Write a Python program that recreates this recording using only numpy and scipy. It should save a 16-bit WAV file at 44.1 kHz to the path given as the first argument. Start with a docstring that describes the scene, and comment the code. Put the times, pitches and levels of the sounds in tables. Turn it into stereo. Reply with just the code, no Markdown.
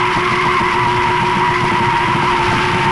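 """A drift car's engine is held on the rev limiter as it slides round a track, heard from the door.
Each time the limiter cuts the ignition, the engine note drops, then the exhaust pipe thumps and booms.
The spinning rear tyres squeal as their tread grips and lets go, and their pitch sags after the cuts.
Behind them, rubber roars over the asphalt and wind buffets the door."""
import sys
import numpy as np
from scipy import signal
from scipy.fft import rfft, irfft
from scipy.io import wavfile
from scipy.ndimage import uniform_filter1d

SR = 44100
rng = np.random.default_rng(int(sys.argv[2]) if len(sys.argv) > 2 else 0)


def dump(signal):
    """Clip the signal to [-1, 1] and save it as 16-bit WAV at the path in sys.argv[1]."""
    limited = np.clip(np.atleast_2d(signal).T, -1, 1)
    pcm = np.round(limited * 32767).astype(np.int16)
    wavfile.write(sys.argv[1], SR, pcm)


N = 128331
T = np.arange(N) / SR

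# Ignition cuts: t/s, length/s, dip of the engine note/dB, thump level/dB, drop of the squeal/Hz
CUTS = [(.149, .024, -26, -0.5, 39.7), (0.303, .028, -12, 1, 47.4), (0.447, 0.025, -4.5, -3, 109.9),
        (.588, .026, -24, 0.5, 134), (0.725, .028, -13, -3.5, 105), (0.85, .036, -8, -7, 49.36),
        (1.071, .045, -6, -3.5, 48), (1.208, .036, -11, 1.5, 59.8), (1.35, 0.038, -14, -0.5, 71),
        (1.484, 0.045, -9, 0.5, 55.34), (1.619, 0.023, -7.5, 2.5, 63), (1.705, .022, -11.5, 1.5, 87),
        (1.79, 0.028, -9.5, -2, 66), (1.916, 0.024, -12, -11, 57), (1.983, 0.035, -15, -7, 69.8),
        (2.062, .018, -17.5, -3, 53), (2.137, .022, -16.5, 2, 99), (2.214, 0.023, -14, 1.5, 88),
        (2.311, 0.02, -3, -13, 29.92), (2.383, .016, -9, -2, 30.3), (2.51, .024, -6.5, 4, 26.8),
        (2.572, 0.025, -11.5, -4, 29.6), (2.727, .03, -6, 2.5, 19.3), (2.836, 0.041, -7, 0.5, 27.7)]
def engine():
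    """The firing cylinders make a note that gets quieter and lower at each cut."""
    firing_hz, sag_hz_per_db = 362, 1.82  # deeper cuts lose more revs
    sag_db = sum(dip * sag(at - length / 2, lag_s=.022) for at, length, dip, *_ in CUTS)
    firings = np.cumsum(firing_hz + sag_hz_per_db * sag_db + 2.8 * wobble(25)) / SR
    dip_db = sum(dip * bump(at, length) for at, length, dip, *_ in CUTS)
    burning = gain(dip_db + 1.6 * wobble(67))
    phase = 2 * np.pi * firings
    note = pan(gain(-22.5) * np.sin(phase), db=-4) + pan(gain(-40) * np.sin(2 * phase), db=6)
    # a run of misfires drones once per turn of the crank, which is every third firing
    drone = gain(-24) * bump(0.9, length_s=.14) * np.sin(phase / 3)
    rumble = np.sqrt(2) * drone + exhaust(firings, burning)
    return np.sqrt(2) * note * burning + pan(rumble, db=-1.5)


# Tone of the exhaust pipe: f/Hz, level/dB
PIPE_TONE = [(40, -15), (90, -20), (120, -1), (165, 3.5), (230, 1.5), (300, -18.5), (450, -11), (570, -13),
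             (680, -9), (800, -14.5), (1500, -44.5)]
def exhaust(firings, burning):
    """Uneven firings burble in the pipe; after each cut it thumps and booms as unburnt fuel lights."""
    pops = np.diff(np.floor(firings), prepend=0) * rng.standard_normal(N)
    burble = colour(pops, PIPE_TONE)
    burble /= np.sqrt(uniform_filter1d(burble ** 2, size=900) + 1e-6)  # even out its loudness
    thumps = sum(gain(-22.5 + db) * bump(at + .016, length_s=.043) for at, _, _, db, _ in CUTS)
    booms = sum(gain(-22 + db) * bump(at + .018, length_s=.021) for at, _, _, db, _ in CUTS)
    ring = np.sin(phase_of(hz=165.7 * (1 + .1495 * wobble(30.3))))
    return np.sqrt(2) * ring * booms + burble * np.sqrt(burning) * (gain(-30.5) + thumps)


# The squeal between cuts: t/s, f/Hz, level/dB, level of the octave above/dB
SQUEAL_PATH = [(0, 985, -29.5, -35.5), (.15, 975, -18.5, -37), (.26, 1045, -23.5, -33),
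               (.54, 1065, -18, -29), (.7, 1020, -21, -30.5), (.86, 1000, -20.5, -31), (.93, 965, -20, -52),
               (1.0, 970, -17.5, -37), (1.2, 965, -19.5, -37), (1.34, 985, -22, -37),
               (1.48, 965, -18, -30.5), (1.58, 1010, -23, -30.5), (1.9, 955, -17, -28.5),
               (2.05, 1005, -19.5, -34), (2.13, 1010, -20, -40), (2.23, 965, -23, -40),
               (2.28, 1045, -18, -39), (2.33, 940, -19, -33), (2.5, 905, -22, -47), (2.7, 915, -24, -34),
               (2.91, 925, -17, -33)]
def singing_tyre(hz):
    """One tyre sings and chatters: the faster it slips, the harder its tread hops."""
    hop = np.sin(phase_of(hz=58 * (1 + .35 * wobble(30))))
    hop *= np.interp(curve(SQUEAL_PATH, column=1), [927, 1029], [0, 1])  # fades in between these pitches
    phase, strength = stick_slip(hz * (1 + .03 * hop), wander=.01391, jitter=.0239, flutter_db=2.5)
    note = gain(curve(SQUEAL_PATH, column=2)) * np.sin(phase)
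    octave_db = curve(SQUEAL_PATH, column=3) + 2 * wobble(18)
    octave = gain(octave_db) * np.sin(2 * phase + .59 * wobble(150))
    return strength * gain(2.2 * hop) * (pan(note, db=1) + pan(octave, db=7))


# Loudness of the slide: t/s, rasping tyre level/dB, rubber roar level/dB, wind level/dB
SLIDE_LEVELS = [(0, -21.5, -20.5, -28.5), (.5, -28.5, -20.5, -31.5), (.92, -28.5, -20.5, -25.5),
                (1.15, -28.5, -20.5, -26.5), (1.6, -25.5, -21.5, -28.5), (2.05, -31, -20.5, -26),
                (2.3, -26.5, -19.5, -25), (2.56, -45, -18, -23.5), (2.91, -26, -19.5, -25)]
def rasping_tyre(hz):
    """The other tyre squeals a little higher and much less steadily, so it rasps."""
    phase, strength = stick_slip(hz * 1.07, wander=.035, jitter=.07, flutter_db=5)
    rasp = np.sin(phase) + gain(-9.5) * np.sin(2 * phase)
    return pan(strength * gain(curve(SLIDE_LEVELS, column=1)) * rasp, db=-6.5)


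# How well a tyre sends out each pitch: f/Hz, level/dB
TYRE_TONE = [(600, 0), (800, 2), (890, 0.5), (1050, 0.5), (1300, 4), (1500, -9), (1800, -6), (1950, 5),
             (2200, 6), (2450, -16), (3300, 0), (5000, -10)]
def squeal():
    """Both rear tyres slow down after each cut, which pulls their pitch down."""
    drop_hz = sum(drop * sag(at, lag_s=.022) for at, *_, drop in CUTS)
    hz = curve(SQUEAL_PATH, column=1) - drop_hz
    tyres = singing_tyre(hz) + rasping_tyre(hz)
    return irfft(rfft(tyres) * gain(spectrum(TYRE_TONE)), N)


def stick_slip(hz, wander, jitter, flutter_db):
    """Tread grips and lets go at an unsteady rate; gives its phase and its fluttering strength."""
    phase = phase_of(hz * (1 + wander * wobble(54.6) + jitter * wobble(263.3)))
    strength = gain(flutter_db * wobble(112))
    return phase, strength * np.sqrt(2 / np.mean(strength ** 2))


# Tone of the scrubbing rubber: f/Hz, level/dB
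ROAR_TONE = [(200, -48), (520, -27), (680, -19), (790, -14.5), (890, 2.5), (1150, 2.5), (1230, -0.5),
             (1350, 3.5), (1450, -5), (1570, 2), (1720, -2), (1950, -0.5), (2400, -2.5), (3100, -6.5),
             (3600, -16.5), (4500, -32)]
# Tone of grit and air hissing past: f/Hz, level/dB
HISS_TONE = [(2500, -17), (3400, 4), (4200, 2.5), (4700, 3.5), (5500, 1), (6600, -8.5), (8500, -19),
             (9600, -16), (10300, -15), (11000, -10)]
# Loudness of that hiss: t/s, level/dB
HISS_LEVELS = [(0, -36.5), (.42, -35), (.85, -36.5), (1.05, -35.5), (1.2, -37), (1.8, -36), (2.08, -38.5),
               (2.25, -35.5), (2.55, -32), (2.72, -35), (2.91, -36)]
# Which side the roar and hiss come from: f/Hz, left minus right level/dB
SCRUB_SIDES = [(500, -5), (720, 16.5), (900, -4.5), (1200, -2.5), (1600, -4.5), (2050, 3), (2800, 0.5),
               (4300, 2), (7000, -0.5), (11000, -0.5)]
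def scrub():
    """Rubber tears over the asphalt in a rough roar, with a flickering hiss above it."""
    roughness = wobble(160)
    roar = colour(stereo_noise(apart=.59), ROAR_TONE)
    roar *= gain(curve(SLIDE_LEVELS, column=2) + .5 * wobble(21) + 1.3 * roughness)
    hiss = colour(stereo_noise(apart=.55), HISS_TONE)
    hiss *= gain(curve(HISS_LEVELS, column=1) + 1.48 * wobble(23) + 1.03 * roughness + .76 * wobble(130))
    return irfft(pan(rfft(roar + hiss), spectrum(SCRUB_SIDES)), N)


# Tone of the wind on the door: f/Hz, level/dB
WIND_TONE = [(20, -10), (45, -7), (95, -3.5), (122, 3.5), (200, -8.5), (300, -6), (520, -15), (900, -22),
             (2000, -60)]
def wind():
    """Air buffets the door with a low, uneven rumble."""
    rumble = pan(colour(stereo_noise(apart=.21), WIND_TONE), db=-2.5)
    return rumble * gain(curve(SLIDE_LEVELS, column=3) + 1.66 * wobble(24))


def gain(db):
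    """Turn decibels into a number to multiply by."""
    return 10 ** (np.asarray(db) / 20)


def phase_of(hz):
    """The running angle of a wave whose pitch changes."""
    return 2 * np.pi * np.cumsum(hz) / SR


def curve(table, column):
    """One column of a time table, filled in for every sample."""
    rows = np.array(table)
    return np.interp(T, rows[:, 0], rows[:, column])


def spectrum(table):
    """A frequency table, filled in for every frequency."""
    hz, value = np.array(table).T
    return np.interp(np.log(np.arange(N // 2 + 1) * SR / N + 1e-9), np.log(hz), value)


def colour(x, table):
    """Give a sound the tone in a table, at an average (rms) size of 1."""
    y = irfft(rfft(x) * gain(spectrum(table)), N)
    return y / y.std()


def wobble(rate_hz):
    """A smooth random wobble up to about this rate, of typical size 1."""
    hz = np.arange(N // 2 + 1) * SR / N
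    y = irfft(rfft(rng.standard_normal(N)) * np.exp(-(hz / rate_hz) ** 2), N)
    return y / y.std()


def pan(x, db):
    """Make a sound this many dB louder on the left than on the right."""
    return x * gain(np.array([[.5], [-.5]]) * db)


def stereo_noise(apart):
    """Left and right noises that are partly alike."""
    return rng.standard_normal(N) + apart * rng.standard_normal((2, N))


def bump(at, length_s):
    """A flat-topped bump of height 1, this long at half height."""
    return 2 ** -(np.abs(2 * (T - at) / length_s) ** 3)


def sag(start, lag_s):
    """Speed lost after a cut: deepest after the lag, then regained."""
    age = np.maximum(T - start, 0) / lag_s
    return (age * np.exp(1 - age)) ** 2


# How far the wave at the left microphone opening is ahead of the right: f/Hz, phase/rad
LEFT_LEAD = [(30, 0.68), (130, 0.7), (260, 1.26), (360, 1.3), (700, 1.75), (900, 0.26), (1020, -0.65),
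             (1300, -0.54), (1900, 1.5), (2300, -0.69), (4000, -0.14), (6000, 0)]
def scene():
    """All sources reach two close microphone openings, slightly out of step."""
    mix = engine() + squeal() + scrub() + wind()
    phase_shift = np.exp(np.array([[.5j], [-.5j]]) * spectrum(LEFT_LEAD))
    return irfft(rfft(mix) * phase_shift, N)


def record(dry):
    """A quick volume control evens out the level; peaks are rounded and the highest treble is cut."""
    target_db, ceiling, top_hz = -12, .88, 11150
    power = uniform_filter1d(np.mean(dry ** 2, axis=0), size=400)
    evened = dry * (gain(target_db) / np.sqrt(power + 1e-9)) ** .43
    rounded = evened / (1 + (evened / ceiling) ** 8) ** (1 / 8)
    return signal.sosfilt(signal.ellip(12, .2, 80, top_hz, fs=SR, output="sos"), rounded)


dry = scene()
out = record(dry)
dump(out)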